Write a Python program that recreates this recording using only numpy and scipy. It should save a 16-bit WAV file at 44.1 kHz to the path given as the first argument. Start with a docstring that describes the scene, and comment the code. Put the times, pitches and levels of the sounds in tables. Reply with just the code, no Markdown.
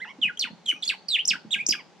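"""Meerkats run down a sandy track, under a faint outdoor hush of filtered noise with a low, uneven mutter.
They call in pairs: first a thin falling chirp, made of harmonics on a gliding pitch, sometimes ending
in a reedy whimper. Soft low thumps, brief sagging sines, come between. Then follow a short catch
and a steep squeal that sinks into a whimper; a faint trill of tiny falling notes passes once.
Reflections and decaying noise echoes scatter the calls from ground and bushes."""
import sys
import numpy as np
from scipy import signal
from scipy.fft import rfft, irfft
from scipy.io import wavfile

SR = 44100
rng = np.random.default_rng(int(sys.argv[2]) if len(sys.argv) > 2 else 0)


def materialize(psi):
    """Save the field psi as 16-bit PCM at rate SR to the path in sys.argv[1].

    A 1-D psi becomes a single channel; in a 2-D psi each row is a channel.
    """
    bounded = np.clip(np.atleast_2d(psi).T, -1, 1)
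    quanta = np.round(bounded * 32767).astype(np.int16)
    wavfile.write(sys.argv[1], SR, quanta)


N = 88200  # length in samples


def from_db(db):
    """Logarithmic level: decibels become an amplitude ratio."""
    return 10 ** (np.asarray(db) / 20)


def at_hz(points, hz):
    """Logarithmic frequency scale: read a curve between its points along log frequency."""
    point_hz, value = np.transpose(points)
    return np.interp(np.log(np.maximum(hz, 1)), np.log(point_hz), value)


def colour(x, points):
    """Linear filtering: scale each frequency by a response in dB."""
    size = x.shape[-1]
    gain = from_db(at_hz(points, np.fft.rfftfreq(size, 1 / SR)))
    return irfft(rfft(x) * gain, size)


def wobble(rate_hz, size):
    """Band-limited fluctuation: low-passed noise gives a smooth random motion of spread 1."""
    lowpass = signal.butter(2, rate_hz, fs=SR, output="sos")
    slow = signal.sosfilt(lowpass, rng.standard_normal(size + SR // 4))
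    return (slow / slow.std())[-size:]  # the filter's start is dropped


def stereo_noise(likeness, size):
    """Partial coherence: mid and side noises are mixed so that two channels correlate by likeness."""
    mid, side = rfft(rng.standard_normal((2, size)))
    likeness = np.clip(likeness, -1, 1)
    common = np.sqrt((1 + likeness) / 2) * mid
    opposed = np.sqrt((1 - likeness) / 2) * side * [[1], [-1]]
    return irfft(common + opposed, size)


def add(out, start_s, sound):
    """Superposition: mix a sound in at its start time."""
    i = max(int(start_s * SR), 0)
    out[i:i + len(sound)] += sound[:N - i]


# Spectrum of the outdoor hush. Each row: frequency in Hz, relative level in dB per Hz.
HUSH_SPECTRUM = [(30, -32), (90, -18), (130, -10), (175, 3.5), (270, -6.5), (450, -3.5), (700, -8),
                 (820, -1.5), (930, -10.5), (1500, -14), (2800, -15.5), (4200, -18.5), (6500, -21.5),
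                 (9500, -38), (15000, -58.5)]
# Coherence of the hush between the channels. Each row: frequency in Hz, likeness from -1 to 1.
AIR_LIKENESS = [(60, .1), (200, .5), (640, .87), (1400, .78), (3100, .5), (7000, .1)]
HUSH_DB = -56


def hush():
    """Stationary diffuse noise: faint, steady air whose channel coherence depends on frequency."""
    likeness = at_hz(AIR_LIKENESS, np.fft.rfftfreq(N, 1 / SR))
    air = colour(stereo_noise(likeness, N), HUSH_SPECTRUM)
    return from_db(HUSH_DB) * air / air.std()


# Spectrum of the low mutter. Each row: frequency in Hz, relative level in dB.
MUTTER_SPECTRUM = [(60, -39.5), (110, -18.5), (170, 2.5), (230, -3), (350, -4.5), (600, -20), (1500, -66)]
MUTTER_DB, MUTTER_SWING_DB, MUTTER_SWING_HZ = -66.5, 4, 9


def mutter():
    """Amplitude modulation: low, lumpy noise comes and goes on a slow random level."""
    low = colour(stereo_noise(0.21, N), MUTTER_SPECTRUM)
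    level = from_db(MUTTER_DB + MUTTER_SWING_DB * wobble(MUTTER_SWING_HZ, N))
    return level * low / low.std()


# Colour of the rasp in the animal's voice. Each row: frequency in Hz, relative level in dB.
RASP_COLOUR = [(1200, -22), (2700, 1.5), (3600, -8.5), (4500, -10.5), (6000, -3.5), (7500, -4), (9500, -5),
               (12500, -14.5), (15000, -32.5)]
EDGE_S = 0.0011  # the voice starts and stops this fast


def voice(curve, harmonic_db, rasp_db, relax_db_per_s, jitter, shimmer_db):
    """Harmonic series: whole multiples of an unsteady pitch, with a little rasp and quick edges."""
    s, hz, db = np.transpose(sorted(map(tuple, curve)))
    t = np.arange(s[0] - EDGE_S / 2, s[-1] + EDGE_S, 1 / SR)
    pitch = np.interp(t, s, hz) * (1 + jitter * wobble(600, SR // 4)[:len(t)])
    to_edge_s = np.minimum(t - t[0], t[-1] - t)
    gate = np.sin(np.pi / 2 * np.clip(to_edge_s / EDGE_S, 0, 1)) ** 2
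    level = gate * from_db(np.interp(t, s, db) + shimmer_db * wobble(200, SR // 4)[:len(t)])
    phase = 2 * np.pi * np.cumsum(pitch) / SR
    harmonics = []
    for k in range(1, 8):
        gain = np.sqrt(2) * from_db(harmonic_db(k, k * pitch))
        below_nyquist = k * pitch < SR / 2
        harmonics.append(gain * below_nyquist * np.sin(k * phase))
    first, *overtones = harmonics
    rasp = from_db(rasp_db) * colour(rng.standard_normal(SR // 4), RASP_COLOUR)[:len(t)]
    relax = from_db(-relax_db_per_s * (t - t[0]))
    out = np.zeros(N)
    add(out, t[0], level * (first + relax * (sum(overtones) + rasp)))
    return out


# Colour of the whistled calls' overtones. Each row: frequency in Hz, added level in dB.
OVERTONE_COLOUR = [(2500, 21), (3600, 13), (4500, -11), (6000, -9.5), (7700, 3.5), (9500, -9.5),
                   (12500, -3), (14500, -19)]
OVERTONE_STEP_DB = -10.5  # each further harmonic, before the colour
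RELAX_DB_PER_S = 137  # overtones and rasp fade as the throat relaxes through a call


def whistles(curves, overtones_db, jitter, shimmer_db):
    """Spectral slope: nearly pure glides; a more pressed voice has more overtones and rasp."""
    out = 0
    for curve, second_db in zip(curves, overtones_db):
        def harmonic_db(k, hz):
            """Spectral envelope: overtones step down from the second harmonic, then are coloured."""
            if k == 1:
                return 0
            return second_db + OVERTONE_STEP_DB * (k - 2) + at_hz(OVERTONE_COLOUR, hz)
        out = out + voice(curve, harmonic_db, second_db, RELAX_DB_PER_S, jitter, shimmer_db)
    return out


# First call of each pair, one curve per call.
# Each row: time in seconds, pitch in Hz, level in dB before the chirps' common gain.
CHIRP_CURVES = [
    [(0.001, 1480, -51.5), (0.007, 1677, -41), (0.012, 1882, -46.5), (0.02, 2032, -33),
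     (0.0309, 2092, -36.5), (0.0429, 1941, -40.5), (0.054, 1270, -43.5)],
    [(0.216, 3590, -35), (0.222, 3216, -29.5), (0.2315, 3023, -19), (0.2409, 2860, -19.5),
     (0.2459, 2632, -25), (0.2544, 2513, -27), (0.2649, 2476, -19.5), (0.2719, 2540, -41.5),
     (0.2833, 2018, -31.5), (0.2893, 1690, -45), (0.2973, 1630, -30.5), (0.3028, 1428, -35),
     (0.323, 1474, -49.5)],
    [(0.658, 4247, -48.5), (0.664, 3356, -30.5), (0.6685, 3260, -43), (0.6834, 3146, -28.5),
     (0.6929, 3017, -18.5), (0.6959, 3026, -24), (0.7034, 2889, -21.5), (0.7099, 3134, -36.5),
     (0.7139, 2300, -26.5), (0.7203, 1800, -49), (0.7273, 1530, -41.5), (0.731, 1290, -49)],
    [(1.084, 5576, -35), (1.089, 4556, -24), (1.0975, 4194, -35), (1.1049, 4070, -28), (1.1299, 3660, -27),
     (1.1449, 3470, -21), (1.1528, 2992, -20), (1.1638, 2390, -25), (1.1718, 1788, -38),
     (1.1773, 1706, -60), (1.1823, 1766, -41.5), (1.1902, 2637, -23), (1.1952, 2970, -22.5),
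     (1.2032, 3152, -30.5), (1.212, 3126, -26.5)],
    [(1.5075, 3280, -36), (1.5105, 3440, -37), (1.517, 3862, -31), (1.5284, 3670, -26),
     (1.5339, 3377, -18.5), (1.5369, 3198, -29.5), (1.5409, 3014, -19.5), (1.5494, 2293, -24),
     (1.5559, 1820, -44), (1.5579, 1647, -39), (1.5649, 1580, -33.5), (1.578, 1653, -44)],
    [(1.579, 2500, -43), (1.585, 2580, -35), (1.592, 2100, -32), (1.5984, 2290, -32), (1.6139, 2470, -27.5),
     (1.6199, 2463, -38.5), (1.623, 2660, -45)],
]
# Pressedness of each chirp. Each entry: second harmonic (before colour) and rasp setting in dB.
CHIRP_OVERTONES_DB = [-20.5, -24, -8, -13.5, -12, -20]


def chirps():
    """Frequency glide: thin, mostly falling whistles follow their pitch curves."""
    return from_db(1.22) * whistles(CHIRP_CURVES, CHIRP_OVERTONES_DB, jitter=0.011, shimmer_db=0.65)


# Low reedy ends of calls, one curve per whimper.
# Each row: time in seconds, pitch in Hz, level in dB before throat and common gain.
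WHIMPER_CURVES = [
    [(0.054, 922, -46.5), (0.065, 846, -49), (0.0869, 1004, -43), (0.1049, 1144, -43.5),
     (0.1159, 1020, -44.5), (0.118, 950, -60)],
    [(0.461, 1247, -37), (0.4675, 1125, -48), (0.475, 970, -39.5), (0.497, 829, -59.5)],
    [(0.738, 1180, -48), (0.7465, 1156, -53), (0.7649, 1260, -41.5), (0.782, 1195, -55.5)],
    [(0.931, 1270, -37.5), (0.947, 830, -47.5), (0.95, 784, -45.5)],
    [(1.36, 1110, -53), (1.366, 966, -43), (1.376, 854, -55)],
    [(1.753, 1260, -36), (1.7705, 1184, -50), (1.7869, 1199, -41), (1.8069, 968, -47), (1.816, 815, -55.5)],
]
# Throat response of the whimper. Each row: frequency in Hz, gain in dB.
THROAT = [(850, 2), (1250, -12), (1800, -1.5), (2400, 4), (3100, -2.5), (4200, -39), (5500, -16.5),
          (8000, -58), (12000, -55)]


def whimpers():
    """Source and filter: a low register, rich in harmonics, is shaped by the throat."""
    out = 0
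    for curve in WHIMPER_CURVES:
        out = out + voice(curve, lambda k, hz: at_hz(THROAT, hz), rasp_db=-24, relax_db_per_s=0,
                          jitter=0.006, shimmer_db=2.1)
    return from_db(-3.0) * out


# Soft low thumps.
# Each row: start in seconds, envelope peak in dB before the low cut, settling pitch in Hz, rise in seconds.
THUMPS = [(.183, -41, 232, 0.0072), (0.244, -36.5, 176.5, 0.0065), (0.439, -41.5, 219, .007),
          (.501, -37.5, 181, 0.0059), (.524, -50.5, 260, 0.0073), (0.639, -51.5, 183, 0.0089),
          (.727, -44.5, 247.5, 0.0063), (1.303, -40.5, 172, 0.0075), (1.347, -44.5, 225, .009),
          (1.446, -36, 196, 0.0053), (1.555, -41.5, 182.6, 0.0088), (1.617, -43.5, 167, 0.0058),
          (1.687, -24.5, 248, 0.0025)]
THUMP_LOW_CUT_HZ = 130


def thumps(sag, grit):
    """Damped oscillation: each thump swells and dies within a few cycles while its pitch sags."""
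    out = np.zeros(N)
    t = np.arange(SR // 10) / SR
    for start_s, db, hz, rise_s in THUMPS:
        age = t / rise_s
        phase = 2 * np.pi * np.cumsum(hz * (1 + sag * np.exp(-age))) / SR
        swell = (age * np.exp(1 - age)) ** 2  # peaks at 1 after the rise
        add(out, start_s, from_db(db) * swell * (np.sin(phase) + grit * wobble(340, len(t))))
    low_cut = signal.butter(4, THUMP_LOW_CUT_HZ, "high", fs=SR, output="sos")
    return signal.sosfilt(low_cut, out)


# Short catches of the voice before a squeal, one curve per catch.
# Each row: time in seconds, pitch in Hz, level in dB.
CATCH_CURVES = [
    [(.373, 3100, -40), (.3745, 3150, -31), (.378, 3250, -40)],
    [(.824, 4100, -34), (.83, 3450, -28), (.836, 3450, -27), (.84, 4500, -27), (.843, 5200, -37)],
    [(.851, 7500, -33), (.853, 6700, -32), (.856, 5600, -41)],
    [(.848, 3480, -42), (.862, 3430, -38), (.871, 3500, -44), (.876, 4300, -44)],
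    [(1.2525, 5000, -29), (1.2555, 5650, -20), (1.259, 6900, -36)],
    [(1.6645, 5100, -27), (1.666, 5600, -18), (1.669, 7000, -24), (1.6715, 7900, -31)],
]
# Pressedness of each catch. Each entry: second harmonic (before colour) and rasp setting in dB.
CATCH_OVERTONES_DB = [-8, -15.5, -13, 2, -18.5, -24]


def catches():
    """Short voiced onset: brief whistled fragments come before the squeals."""
    return whistles(CATCH_CURVES, CATCH_OVERTONES_DB, jitter=0.012, shimmer_db=3.0)


# Second call of each pair, one curve per call.
# Each row: time in seconds, pitch in Hz, level in dB before the squeals' common gain.
SQUEAL_CURVES = [
    [(0.3935, 6690, -31), (0.397, 5340, -18.5), (0.401, 4460, -29), (0.412, 4308, -27),
     (0.4229, 3600, -33.5), (0.4269, 3547, -23), (0.4329, 2950, -25.5), (0.4359, 3093, -32),
     (0.4389, 3075, -26.5), (0.4429, 2384, -26), (0.4484, 1690, -42.5), (0.4524, 1565, -32),
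     (0.461, 1317, -46.5)],
    [(0.875, 4347, -36), (0.879, 4503, -21), (0.882, 4357, -26.5), (0.8855, 5635, -31), (0.8875, 5200, -37),
     (0.8929, 3672, -24), (0.8989, 2795, -23), (0.9049, 2476, -27), (0.9109, 2028, -32.5),
     (0.9159, 1697, -42), (0.9244, 1564, -39), (0.931, 1460, -49)],
    [(1.2755, 8245, -26), (1.283, 5883, -18.5), (1.288, 5320, -20), (1.2959, 5187, -22.5),
     (1.3034, 3928, -30.5), (1.3089, 2964, -20.5), (1.3169, 2370, -23.5), (1.3214, 2170, -29.5),
     (1.3314, 1767, -40.5), (1.3368, 1615, -29.5), (1.3478, 1294, -46), (1.3548, 1465, -34),
     (1.359, 1610, -37)],
    [(1.686, 7767, -24.5), (1.693, 5497, -17), (1.7, 4753, -24.5), (1.7039, 4736, -35), (1.7079, 4780, -21),
     (1.7119, 5203, -18), (1.7159, 6227, -25.5), (1.7199, 4890, -44), (1.7239, 3205, -25.5),
     (1.7289, 2464, -28), (1.7354, 1916, -35.5), (1.7379, 1646, -37.5), (1.7424, 1656, -32.5),
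     (1.7493, 1550, -43.5), (1.753, 1380, -36)],
]
# Pressedness of each squeal. Each entry: second harmonic (before colour) and rasp setting in dB.
SQUEAL_OVERTONES_DB = [-15, -13, -18.5, -13]


def squeals():
    """Steep frequency glide: high whistles plunge towards the whimper's register."""
    return from_db(0.37) * whistles(SQUEAL_CURVES, SQUEAL_OVERTONES_DB, jitter=0.0036, shimmer_db=3.0)


TRILL_START_S, TRILL_END_S, TRILL_PER_S = 0.722, 0.822, 78  # notes per second
TRILL_TOP_HZ, TRILL_FALL_HZ = 6400, 1000
TRILL_DB, TRILL_WAVER_DB = -54.5, 2


def trill():
    """Periodic frequency modulation: a quick, faint run of tiny falling notes, far away."""
    out = np.zeros(N)
    t = np.arange(0, TRILL_END_S - TRILL_START_S, 1 / SR)
    turn = t * TRILL_PER_S % 1  # progress through each note
    phase = 2 * np.pi * np.cumsum(TRILL_TOP_HZ - TRILL_FALL_HZ * turn) / SR
    level = from_db(TRILL_DB + TRILL_WAVER_DB * wobble(40, N)[:len(t)])
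    add(out, TRILL_START_S, level * np.sin(np.pi * turn) * np.sin(phase))
    return out


# Distinct reflections from nearby ground and bushes. Each row: delay in seconds, level in dB.
REFLECTIONS = [(.0098, -14.5), (.0165, -21)]


def reflected(x):
    """Comb interference: close echoes beat against a gliding call and split it into strands."""
    out = x.copy()
    for delay_s, db in REFLECTIONS:
        add(out, delay_s, from_db(db) * x)
    return out


# Level balance of the microphone pair. Each row: frequency in Hz, left minus right in dB.
BALANCE_DB = [(200, 1), (1600, 0), (2000, -6.5), (2500, -0.5), (3100, 0.5), (3550, -8.5), (4200, 0.5),
              (4800, -7), (5450, -5), (5950, 9), (6800, 2), (7600, -10.5), (8300, 2.5), (12000, -6.5)]
# Phase between the two capsules. Each row: frequency in Hz, lead of the left in radians.
LEFT_LEAD = [(300, 0), (1000, -.4), (1800, -.5), (2900, .1), (3500, -.7), (4100, -.8), (4500, -1.6),
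             (4900, -1), (5650, -.45), (6350, -2.4), (7300, -1.8), (8300, -1.5), (9400, -2.9), (15000, -3)]


def microphones(x):
    """Interchannel difference: direct sound reaches two capsules with frequency-dependent level and phase."""
    hz = np.fft.rfftfreq(2 * N, 1 / SR)
    sides = np.array([[1], [-1]]) / 2
    gain = from_db(sides * at_hz(BALANCE_DB, hz))
    gain = gain / np.sqrt(np.mean(gain ** 2, axis=0))  # keep the mean power of the pair
    turn = np.exp(1j * sides * at_hz(LEFT_LEAD, hz))
    return irfft(rfft(x, 2 * N) * gain * turn)[:, :N]


# Near and far scatter from ground and bushes. Each row: frequency in Hz, level in dB.
NEAR_SCATTER = [(200, 0), (1000, -21.5), (1700, -10.5), (2600, -9.5), (3600, -8.5), (5500, -9.5),
                (7500, -10), (12000, -7.5)]
FAR_SCATTER = [(200, -9), (1000, -6), (2500, -28.5), (3600, -21), (4500, -11.5), (6000, -41), (8000, -35.5),
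               (12000, -27.5)]
NEAR_T60_S, FAR_T60_S = 0.15, 0.39  # time to fall by 60 dB
SCATTER_DELAY_S, SCATTER_LIKENESS = 0.0026, 0.38


def scatter(x, spectrum, t60_s):
    """Diffuse reverberation: convolution with decaying noise makes countless small echoes."""
    t = np.arange(SR) / SR
    onset = np.clip(t / SCATTER_DELAY_S - 1, 0, 1)  # silent for one delay, full after two
    fade = from_db(-60 * t / t60_s) * onset
    noise = colour(stereo_noise(SCATTER_LIKENESS, SR), spectrum)
    echoes = noise * fade / np.sqrt(np.sum(fade ** 2))
    return signal.fftconvolve(x[None], echoes, axes=1)[:, :N]


def scene():
    """Superposition: direct calls and thumps, their echoes, the trill and the background add."""
    background = hush() + mutter()
    calls = chirps() + whimpers() + catches() + squeals()
    knocks = thumps(sag=0.46, grit=0.33)
    direct = microphones(reflected(calls) + knocks)
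    near = scatter(calls + knocks, NEAR_SCATTER, NEAR_T60_S)
    far = scatter(calls + knocks, FAR_SCATTER, FAR_T60_S)
    return direct + near + far + trill() + background


CUTOFF_HZ = 15450


def record(dry):
    """Band limitation: an elliptic low-pass cuts the top steeply."""
    lowpass = signal.ellip(10, 0.1, 80, CUTOFF_HZ, fs=SR, output="sos")
    return signal.sosfilt(lowpass, dry)


dry = scene()
out = record(dry)
materialize(out)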